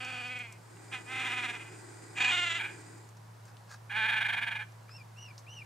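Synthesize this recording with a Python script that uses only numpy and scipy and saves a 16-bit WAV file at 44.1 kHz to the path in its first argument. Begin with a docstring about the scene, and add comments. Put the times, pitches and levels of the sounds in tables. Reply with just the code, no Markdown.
"""A lake with a soft outdoor wash and a low hum throughout; a camera's lens motor whirrs until 3.1 s.
From the start a waterbird gives four harsh growls that break up into rattles: syrinx beats and air
puffs ring its throat and windpipe, throat catches chop the call, the bank returns a faint echo.
Meanwhile water drips as a young swan dabbles. Two short, soft, breathy hisses come near 3.5 and 3.7 s.
From 4.9 s, after the last growl, the young swan peeps three times among more drips."""
import sys
import numpy as np
from scipy import signal
from scipy.fft import rfft, irfft
from scipy.io import wavfile
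from scipy.ndimage import uniform_filter1d

SR = 44100
rng = np.random.default_rng(int(sys.argv[2]) if len(sys.argv) > 2 else 0)


def store_pcm(level_fs):
    """Save levels as 16-bit WAV."""
    pcm = np.round(np.clip(level_fs, -1, 1) * 32767).astype(np.int16)
    wavfile.write(sys.argv[1], SR, np.atleast_2d(pcm).T)


N = 249165
TIME_S, BINS_HZ = np.arange(N) / SR, np.fft.rfftfreq(N, 1 / SR)

# Source spectra: freq_hz, gain_db
AIR_SPECTRUM = [(60, -17.5), (160, 0), (220, -10.5), (400, -9.5), (700, -8), (980, -5.5), (1250, -11),
                (1700, -13.5), (2500, -20.5), (3400, -23), (4500, -22), (8000, -25.5), (12000, -30.5),
                (15500, -37)]
RUMBLE_SPECTRUM = [(20, -20), (70, -30), (100, 2), (150, -0.5), (220, -15), (400, -48), (2000, -84)]
MOTOR_SPECTRUM = [(50, -48), (150, -15.5), (240, -7.5), (330, 4.5), (410, 1), (560, -12.5), (850, -6.5),
                  (1150, -16.5), (1550, -5.5), (1950, -22.5), (2400, -10.5), (2750, -24.5), (5500, -23),
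                  (8700, -12.5), (9600, -28.5), (15000, -48)]
HISS_SPECTRUM = [(300, -23), (800, 5), (1600, 4.5), (2900, -13.5), (4700, 0.5), (7000, -4), (10000, -13),
                 (15000, -26)]
PEEP_SPECTRUM = [(1500, 0), (9000, 0)]
RASP_SPECTRUM = [(250, -7), (900, -2), (1600, 0), (2800, 1.5), (15000, -2)]
# Source resonances: freq_hz, width_hz, boost_db
MOTOR_PEAKS = [(1955, 120, 18), (4160, 110, 5.1), (4900, 190, 14), (7100, 290, 7.4)]
HISS_PEAKS = [(1630, 110, 10), (2580, 88, 17)]
PEEP_PEAKS = [(2360, 130, 10.5), (2790, 120, 8)]
# Throat spectra (bill nearly shut, half open, wide; high register; low rattle): freq_hz, gain_db
SHUT_SPECTRUM = [(150, -42), (250, -4), (370, -12), (500, -4), (620, -8), (740, 0), (1050, -8.5),
                 (1500, -7), (2300, -1.5), (3350, -1), (3950, -15), (4600, -10.5), (5600, -20.5),
                 (8000, -11), (15000, -44)]
HALF_SPECTRUM = [(150, -32), (250, -6), (580, -14), (760, -1), (1080, -11.5), (1400, 2), (2300, 0),
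                 (3450, -1), (4600, -18.5), (8300, -14.5), (9500, -20), (15000, -39)]
WIDE_SPECTRUM = [(150, -43), (250, -11.5), (580, -16.5), (730, -6), (1150, -13), (1500, -5), (2400, 0.5),
                 (3300, -3), (3850, -11), (4500, -14.5), (5500, -23.5), (7200, -9.5), (9000, -25),
                 (11000, -36), (15000, -41)]
HIGH_SPECTRUM = [(200, -30), (350, -31), (580, -17), (730, -6), (1150, -3.5), (1400, -4), (1750, 1),
                 (2100, 4), (2450, 3.5), (2850, 5.5), (3750, 0), (4400, -13.5), (5500, -19), (7200, -8.5),
                 (10000, -26), (15000, -51)]
LOW_SPECTRUM = [(130, -35), (220, -11.5), (480, -21.5), (880, -0.5), (1220, -12), (1550, 4.5), (1950, -4),
                (2350, 6), (2680, -9), (3250, -0.5), (4000, -12.5), (5200, -29), (10500, -25.5),
                (15000, -43)]
# Throat resonances: freq_hz, width_hz, boost_db
SHUT_PEAKS = [(2880, 240, 2), (1530, 240, 10), (1300, 76, 5), (4560, 230, 6.5)]
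CLOSING_PEAKS = [(2166, 340, 13.3), (1476, 130, 11.4), (3250, 99, 3.3), (4120, 150, 11)]
HALF_PEAKS = [(2040, 140, 7.7), (1260, 33, 1.5), (1010, 120, 12)]
WIDE_PEAKS = [(1726, 130, 8.1), (1007, 160, 11), (2060, 46, 1.6)]
HIGH_PEAKS = [(1418, 85, 9.1), (3120, 67, 3.7)]
LOW_PEAKS = [(1718, 160, 7.8), (2270, 47, 4), (1520, 55, 5), (2790, 43, 8.3)]

# Left-right likeness of the noise beds: freq_hz, coherence
NOISE_COHERENCE = [(40, 1), (150, 0.87), (380, 0.17), (950, 0.18), (2400, 0.48), (6000, 0.58),
                   (15000, 0.97)]
# Bank echo decay: freq_hz, t60_s
BANK_DECAY = [(200, 0.4), (1500, 0.44), (3000, 0.51), (8000, 0.092)]
# Growl balance: freq_hz, left_minus_right_db
GROWL_BALANCE = [(200, 2), (380, -7), (700, 0), (1290, -6.5), (2380, -1.1), (4400, 2.3), (8000, -1.5)]
# Growl phase between the ears: freq_hz, left_lead_rad
GROWL_PHASE = [(200, -0.063), (400, -1.2), (700, -1.1), (1200, 0.064), (1720, 0.5), (2400, 0.3), (3000, 1),
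               (3800, 0.25), (8000, -1.1)]

# Drips and small splashes: start_s, level_db, centre_hz, t60_s
DRIPS = [(0.048, -44, 5500, .025), (.28, -53, 5300, 0.042), (0.389, -49, 7250, 0.026),
         (0.524, -48, 7000, 0.036), (0.769, -54, 1880, 0.027), (3.09, -53, 6860, .02),
         (3.17, -56, 5500, 0.026), (3.454, -56, 7000, .03), (3.569, -51, 3560, 0.017),
         (3.722, -55, 4000, 0.027), (3.727, -60, 1200, .05), (3.736, -55, 6500, .05),
         (4.721, -61, 6000, .03), (4.83, -64, 7000, 0.035), (4.893, -46.5, 1450, 0.03),
         (5.168, -64, 6960, .04), (5.262, -57, 4000, 0.023), (5.379, -46, 5150, 0.038),
         (5.389, -56, 6000, 0.079)]
# Breathy hisses: start_s, length_s, level_db
HISSES = [(3.429, 0.11, -61), (3.659, .13, -52)]
# Whistle arches: start_s, top_s, end_s, top_hz, source_db, second_harmonic_db
PEEPS = [(4.875, 4.95, 5.025, 2670, -63, 7), (5.155, 5.2, 5.322, 2930, -59, 1.5),
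         (5.462, 5.535, 5.628, 3020, -55.5, -2)]
# Pushes of air: start_s, climb_db, attack_s, hold_end_s, release_s, level_db, sag_db_per_s, ring_db
GROWLS = [(0, 10, .002, .405, .176, -40, 1, 11), (.908, 40, .009, .948, .075, -35.5, 0, 9),
          (1.034, 40, .045, 1.466, .31, -33, 7, 9), (2.147, 40, .025, 2.654, .13, -23.9, 26, 8),
          (3.891, 21, .056, 4.627, .03, -25.2, 20.5, -2)]
# Voice contour, one list per push: time_s, low_register_hz, roughness
GROWL_VOICES = [
    [(0, 256, .33), (.11, 252, .45), (.21, 243, .28), (.31, 251, .1), (.405, 245, .02), (.48, 226, .18),
     (.55, 208, .35)],
    [(.91, 248, .83), (.945, 254, .4), (.99, 249, .2)],
    [(1.06, 245, .2), (1.13, 262, .36), (1.265, 253, .5), (1.41, 245, .33), (1.55, 235, .42),
     (1.72, 215, .25)],
    [(2.15, 243, .8), (2.2, 250, .48), (2.3, 250, .55), (2.335, 243, .7), (2.43, 238, .25), (2.53, 225, .7),
     (2.6, 228, .75), (2.76, 225, .55)],
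    [(3.89, 188, .65), (3.98, 218, .3), (4.05, 219, .28), (4.1, 226, .6), (4.17, 215, .45),
     (4.27, 227, .65), (4.43, 238, .42), (4.65, 215, .55)],
]
# Runs of throat catches: first_s, last_s, gap_s, first_depth_db, last_depth_db
RATTLES = [(.228, .344, .058, 3, 2), (.389, .475, .043, 6.5, 3), (1.235, 1.477, .06, 2.5, 7),
           (1.524, 1.707, .06, 9, 8), (2.197, 2.271, .037, 8, 4), (2.363, 2.457, .047, 3, 5),
           (2.492, 2.678, .046, 4.5, 5.5), (3.94, 3.94, .09, 6, 6), (4.077, 4.153, .038, 6, 4.5),
           (4.2, 4.36, .04, 8, 10), (4.406, 4.458, .052, 10, 13), (4.502, 4.585, .042, 9, 10)]

BREAK_FROM_S, BREAK_TO_S = 2.316, 2.59  # span of the high register


def amp(db):
    """Decibels to gain."""
    return 10 ** (np.asarray(db) / 20)


def unit(x):
    """Scale to rms 1."""
    return x / np.sqrt(np.mean(x ** 2) + 1e-20)


def steady(x, size=1100):
    """Hold the short-term rms at 1."""
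    power = uniform_filter1d(uniform_filter1d(x ** 2, size), size)
    return x / np.sqrt(abs(power) + 1e-12)


def at_hz(table, hz):
    """Interpolate a table over log frequency."""
    freq_hz, values = np.transpose(table)
    return np.interp(np.log(hz + 1), np.log(freq_hz), values)


def add(mix, start_s, sound):
    """Mix a sound in at start_s."""
    part = mix[max(0, round(start_s * SR)):][:len(sound)]
    part += sound[:len(part)]


def wobble(n, rate_hz):
    """Smooth random drift, rms about 1."""
    lowpass = np.exp(-(BINS_HZ / rate_hz) ** 2)
    return unit(irfft(rfft(rng.standard_normal(N)) * lowpass, N))[:n]


def colour(x, spectrum, peaks=(), size=8192):
    """Minimum-phase filter: broad spectrum plus narrow resonances."""
    hz = abs(np.fft.fftfreq(size, 1 / SR))
    peaks_db = sum(db / (1 + (2 * (hz - peak_hz) / width_hz) ** 2) for peak_hz, width_hz, db in peaks)
    log_gain = np.log(amp(at_hz(spectrum, hz) + peaks_db))
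    taps = np.fft.ifft(np.exp(np.conj(signal.hilbert(log_gain)))).real[:size // 2]
    return signal.fftconvolve(x, taps)[:len(x)]


def resonate(x, hz, width_hz):
    """One resonance, gain about 1."""
    radius = np.exp(-np.pi * width_hz / SR)
    return 2 * signal.lfilter([1 - radius], [1, -radius * np.exp(2j * np.pi * hz / SR)], x).real


def stereo_noise(spectrum, peaks=()):
    """Coloured noise, partly shared by left and right."""
    coherence = np.clip(at_hz(NOISE_COHERENCE, BINS_HZ), 0, 1)
    mid, side = irfft(rfft(rng.standard_normal((2, N))) * np.sqrt([1 + coherence, 1 - coherence]), N)
    return unit(np.array([colour(mid + sign * side, spectrum, peaks) for sign in (1, -1)]))


def background(air_db=-57.5, lean_db=-.7, rumble_db=-66, hum_hz=111.1, hum_db=-55, rise_db_per_s=.55):
    """Even outdoor wash, low rumble and a wavering hum that slowly grows."""
    air = stereo_noise(AIR_SPECTRUM) * amp(air_db + np.array([[lean_db], [-lean_db]]) / 2)
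    phase_rad = 2 * np.pi * np.cumsum(hum_hz + .23 * wobble(N, 4.7)) / SR
    hum = np.sqrt(2) * np.sin(phase_rad) * amp(hum_db + rise_db_per_s * TIME_S + .4 * wobble(N, 3))
    return air + amp(rumble_db) * stereo_noise(RUMBLE_SPECTRUM) + hum


def lens_motor(idle_db=-64, run_db=-54.8, run_s=.6, stop_s=3.12, ramp_s=.4, flutter_db=.97):
    """Small gears whirr: quiet at idle, louder on spin-up, fading to a stop."""
    spin_up = np.clip((TIME_S - run_s) / ramp_s, 0, 1)
    wind_down = np.sqrt(np.clip((stop_s - TIME_S) / ramp_s, 0, 1))
    envelope = (amp(idle_db) + amp(run_db) * spin_up) * wind_down
    return stereo_noise(MOTOR_SPECTRUM, MOTOR_PEAKS) * envelope * amp(flutter_db * wobble(N, 43))


def lake_echo(x, near_db=-13, near_t60_s=.18, bank_db=-24):
    """Add quick scatter from water and reeds and a faint bank tail, different at each ear."""
    hz, frame_s, noise = signal.stft(rng.standard_normal((2, SR // 2)), SR, nperseg=256)
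    decay = amp(-60 * frame_s / at_hz(BANK_DECAY, hz)[:, None])
    bank = signal.istft(noise * decay, SR, nperseg=256)[1]
    age_s = np.arange(bank.shape[1]) / SR
    near = rng.standard_normal(bank.shape) * amp(-60 * age_s / near_t60_s)
    echo = amp(near_db) * near / np.linalg.norm(near[0]) + amp(bank_db) * bank / np.linalg.norm(bank[0])
    return x + signal.fftconvolve(x[None], echo, axes=1)[:, :N]


def drips(width_share=.38, attack_s=.000067):
    """Short spatters on the water, brighter for small drops."""
    out, age_s = np.zeros(N), np.arange(SR // 4) / SR
    for start_s, level_db, hz, t60_s in DRIPS:
        spray = resonate(rng.standard_normal(len(age_s)), hz, hz * width_share)
        spray = resonate(spray, hz, 2 * hz * width_share)
        envelope = amp(level_db - 60 * age_s / t60_s) * (1 - np.exp(-age_s / attack_s))
        add(out, start_s, steady(spray, size=120) * envelope)
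    return out


def breathy_hisses(flutter_db=2):
    """Two short, soft, breathy hisses with a faint ring."""
    out = np.zeros(N)
    for start_s, length_s, level_db in HISSES:
        n = round(length_s * SR)
        noise = rng.standard_normal(n) * amp(flutter_db * wobble(n, 120))
        hiss = unit(colour(noise, HISS_SPECTRUM, HISS_PEAKS))
        add(out, start_s, amp(level_db) * hiss * np.hanning(n))
    return out


def swan_peeps(foot_hz=2250, fade_db=-20, flutter_db=3, third_db=-19, hiss_db=-23, attack_s=.025):
    """Thin, fluttering arched whistles that flare as they cross the throat's resonances."""
    out = np.zeros(N)
    for start_s, top_s, end_s, top_hz, source_db, second_db in PEEPS:
        time_s = np.arange(start_s, end_s, 1 / SR)
        n = len(time_s)
        droop = np.interp(time_s, [start_s, top_s, end_s], [1, 0, 1]) ** 2
        pitch_hz = (top_hz + (foot_hz - top_hz) * droop) * (1 + .022 * wobble(n, 250))
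        phase_rad = 2 * np.pi * np.cumsum(pitch_hz) / SR
        overtones = np.sin(2 * phase_rad) + amp(third_db) * np.sin(3 * phase_rad)
        overtones *= amp(second_db + fade_db * droop + flutter_db * wobble(n, 120))
        tone = np.sin(phase_rad) * amp(flutter_db * wobble(n, 100)) + overtones
        hiss = amp(hiss_db) * unit(resonate(rng.standard_normal(n), hz=3800, width_hz=2500))
        envelope = (1 - np.exp(-(time_s - start_s) / attack_s)) * signal.windows.tukey(n, .1)
        add(out, start_s, (np.sqrt(2) * tone + hiss) * amp(source_db) * envelope)
    return colour(out, PEEP_SPECTRUM, PEEP_PEAKS)


def throat_catches(time_s, gap_share=.18):
    """Choking in dB; held-back pressure bursts out between catches."""
    choke_db = np.zeros(len(time_s))
    for first_s, last_s, gap_s, first_db, last_db in RATTLES:
        count = round(abs(last_s - first_s) / gap_s) + 1
        for catch_s, depth_db in np.linspace((first_s, first_db), (last_s, last_db), count):
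            choke_db += depth_db * np.exp(-((time_s - catch_s) / (gap_share * gap_s)) ** 2)
    return choke_db - uniform_filter1d(choke_db, size=3000)


def breath(push, voice, release_db=24, break_ratio=1.475, break_ring_db=-28):
    """One push of air: attack, sagging hold, release. Catches choke, flatten and smooth the voice."""
    start_s, climb_db, attack_s, hold_end_s, release_s, level_db, sag_db_per_s, ring_db = push
    time_s = np.arange(start_s, hold_end_s + release_s, 1 / SR)
    age_s, catch_db = time_s - start_s, throat_catches(time_s)
    slack_db = climb_db * np.exp(-age_s / attack_s)
    slack_db += release_db * np.maximum(time_s - hold_end_s, 0) / release_s
    effort_db = level_db - sag_db_per_s * age_s - slack_db - catch_db
    # The high register is cleaner and misses the windpipe's ring; slack effort damps the ring too.
    high = uniform_filter1d(((time_s > BREAK_FROM_S) & (time_s < BREAK_TO_S)).astype(float), size=400)
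    knot_s, knot_hz, knot_rough = np.transpose(voice)
    pitch_hz = np.interp(time_s, knot_s, knot_hz) * (1 - .007 * catch_db) * break_ratio ** high
    rough = np.clip((np.interp(time_s, knot_s, knot_rough) - .02 * catch_db) * .46 ** high, 0, 1)
    ring_db = ring_db - .05 * slack_db + break_ring_db * high
    return time_s, effort_db, pitch_hz, rough, ring_db, high


def beats(turns):
    """One click per whole turn, placed between samples."""
    at = np.flatnonzero(np.diff(np.floor(turns)) > 0)
    late = (np.ceil(turns[at]) - turns[at]) / (turns[at + 1] - turns[at])
    clicks = np.zeros(len(turns))
    clicks[at], clicks[at + 1] = 1 - late, late
    return clicks


def syrinx(pitch_hz, rough, high, jitter=.062, shimmer=.27, rasp=1.35, twin=.23):
    """Soft, uneven beats and air puffs; in the high register a mid-cycle beat lifts even harmonics."""
    n = len(pitch_hz)
    turns = np.cumsum(pitch_hz * (1 + jitter * rough * wobble(n, 130))) / SR
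    pulses = beats(turns) + twin * high * beats(turns + .5)
    pulses = uniform_filter1d(pulses * np.exp(shimmer * rough * wobble(n, 200)), size=3)
    airflow = 1.8 + np.exp(-(turns % 1) / 2.7)
    puffs = colour(airflow * rng.standard_normal(n), RASP_SPECTRUM)
    return (1 - rough) * unit(pulses) + rasp * rough * unit(puffs)


def disperse(x):
    """All-pass chain: sound lingers in the tract, so a beat swells over a few cycles."""
    for hz, width_hz in (1400, 450), (2100, 500), (2800, 450), (3500, 800), (7000, 1500):
        radius = np.exp(-np.pi * width_hz / SR)
        poles = [1, -2 * radius * np.cos(2 * np.pi * hz / SR), radius ** 2]
        x = signal.lfilter(poles[::-1], poles, x)
    return x


def reflect(x, delay_s=.00243, gain=.33):
    """A close reflection combs the voice."""
    at = np.arange(len(x))
    return x + gain * np.interp(at - delay_s * SR, at, x, left=0)


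def growl(push, voice, throats):
    """The syrinx rings throat and windpipe; the upper resonances bite harder with effort."""
    time_s, effort_db, pitch_hz, rough, ring_db, high = breath(push, voice)
    drive = disperse(syrinx(pitch_hz, rough, high))
    shape = np.maximum(np.searchsorted([from_s for from_s, _, _ in throats], time_s) - 1, 0)
    body = sum(uniform_filter1d((shape == k).astype(float), size=500) * colour(drive, spectrum, peaks)
               for k, (_, spectrum, peaks) in enumerate(throats))
    bite_db = -1.3 + .55 * np.maximum(effort_db - np.median(effort_db), -10)
    body += (amp(bite_db) - 1) * resonate(body, hz=3700, width_hz=1200)
    windpipe = amp(ring_db) * resonate(body, hz=2455, width_hz=110)
    call = steady(reflect(steady(body + windpipe)), size=330)
    return time_s[0], call * amp(effort_db) * signal.windows.tukey(len(call), .03)


def waterbird():
    """Four growls: a grunt leads in the second; the third breaks upward, then drops into the rattle."""
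    # Throat shapes in turn: from_s, spectrum, peaks
    closing = [(0, SHUT_SPECTRUM, SHUT_PEAKS), (.29, SHUT_SPECTRUM, CLOSING_PEAKS)]
    half_open, low = [(0, HALF_SPECTRUM, HALF_PEAKS)], [(0, LOW_SPECTRUM, LOW_PEAKS)]
    breaking = [(0, WIDE_SPECTRUM, WIDE_PEAKS), (BREAK_FROM_S, HIGH_SPECTRUM, HIGH_PEAKS),
                (BREAK_TO_S, LOW_SPECTRUM, LOW_PEAKS)]
    out = np.zeros(N)
    for push, voice, throats in zip(GROWLS, GROWL_VOICES, [closing, half_open, half_open, breaking, low]):
        add(out, *growl(push, voice, throats))
    return out


def scene():
    """Birds ahead on the water; the lower part of the growl leans right."""
    to_left = amp(at_hz(GROWL_BALANCE, BINS_HZ) / 2) * np.exp(.5j * at_hz(GROWL_PHASE, BINS_HZ))
    growls = irfft(rfft(lake_echo(waterbird())) * np.array([to_left, 1 / to_left]), N)
    small_sounds = lake_echo(swan_peeps() + drips() + breathy_hisses())
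    return growls + small_sounds + background() + lens_motor()


def record(dry):
    """Low-pass at 15.7 kHz."""
    taps = signal.firwin(511, 15700, window=("kaiser", 9), fs=SR)
    return signal.oaconvolve(dry, taps[None], "same")


dry = scene()
out = record(dry)
store_pcm(out)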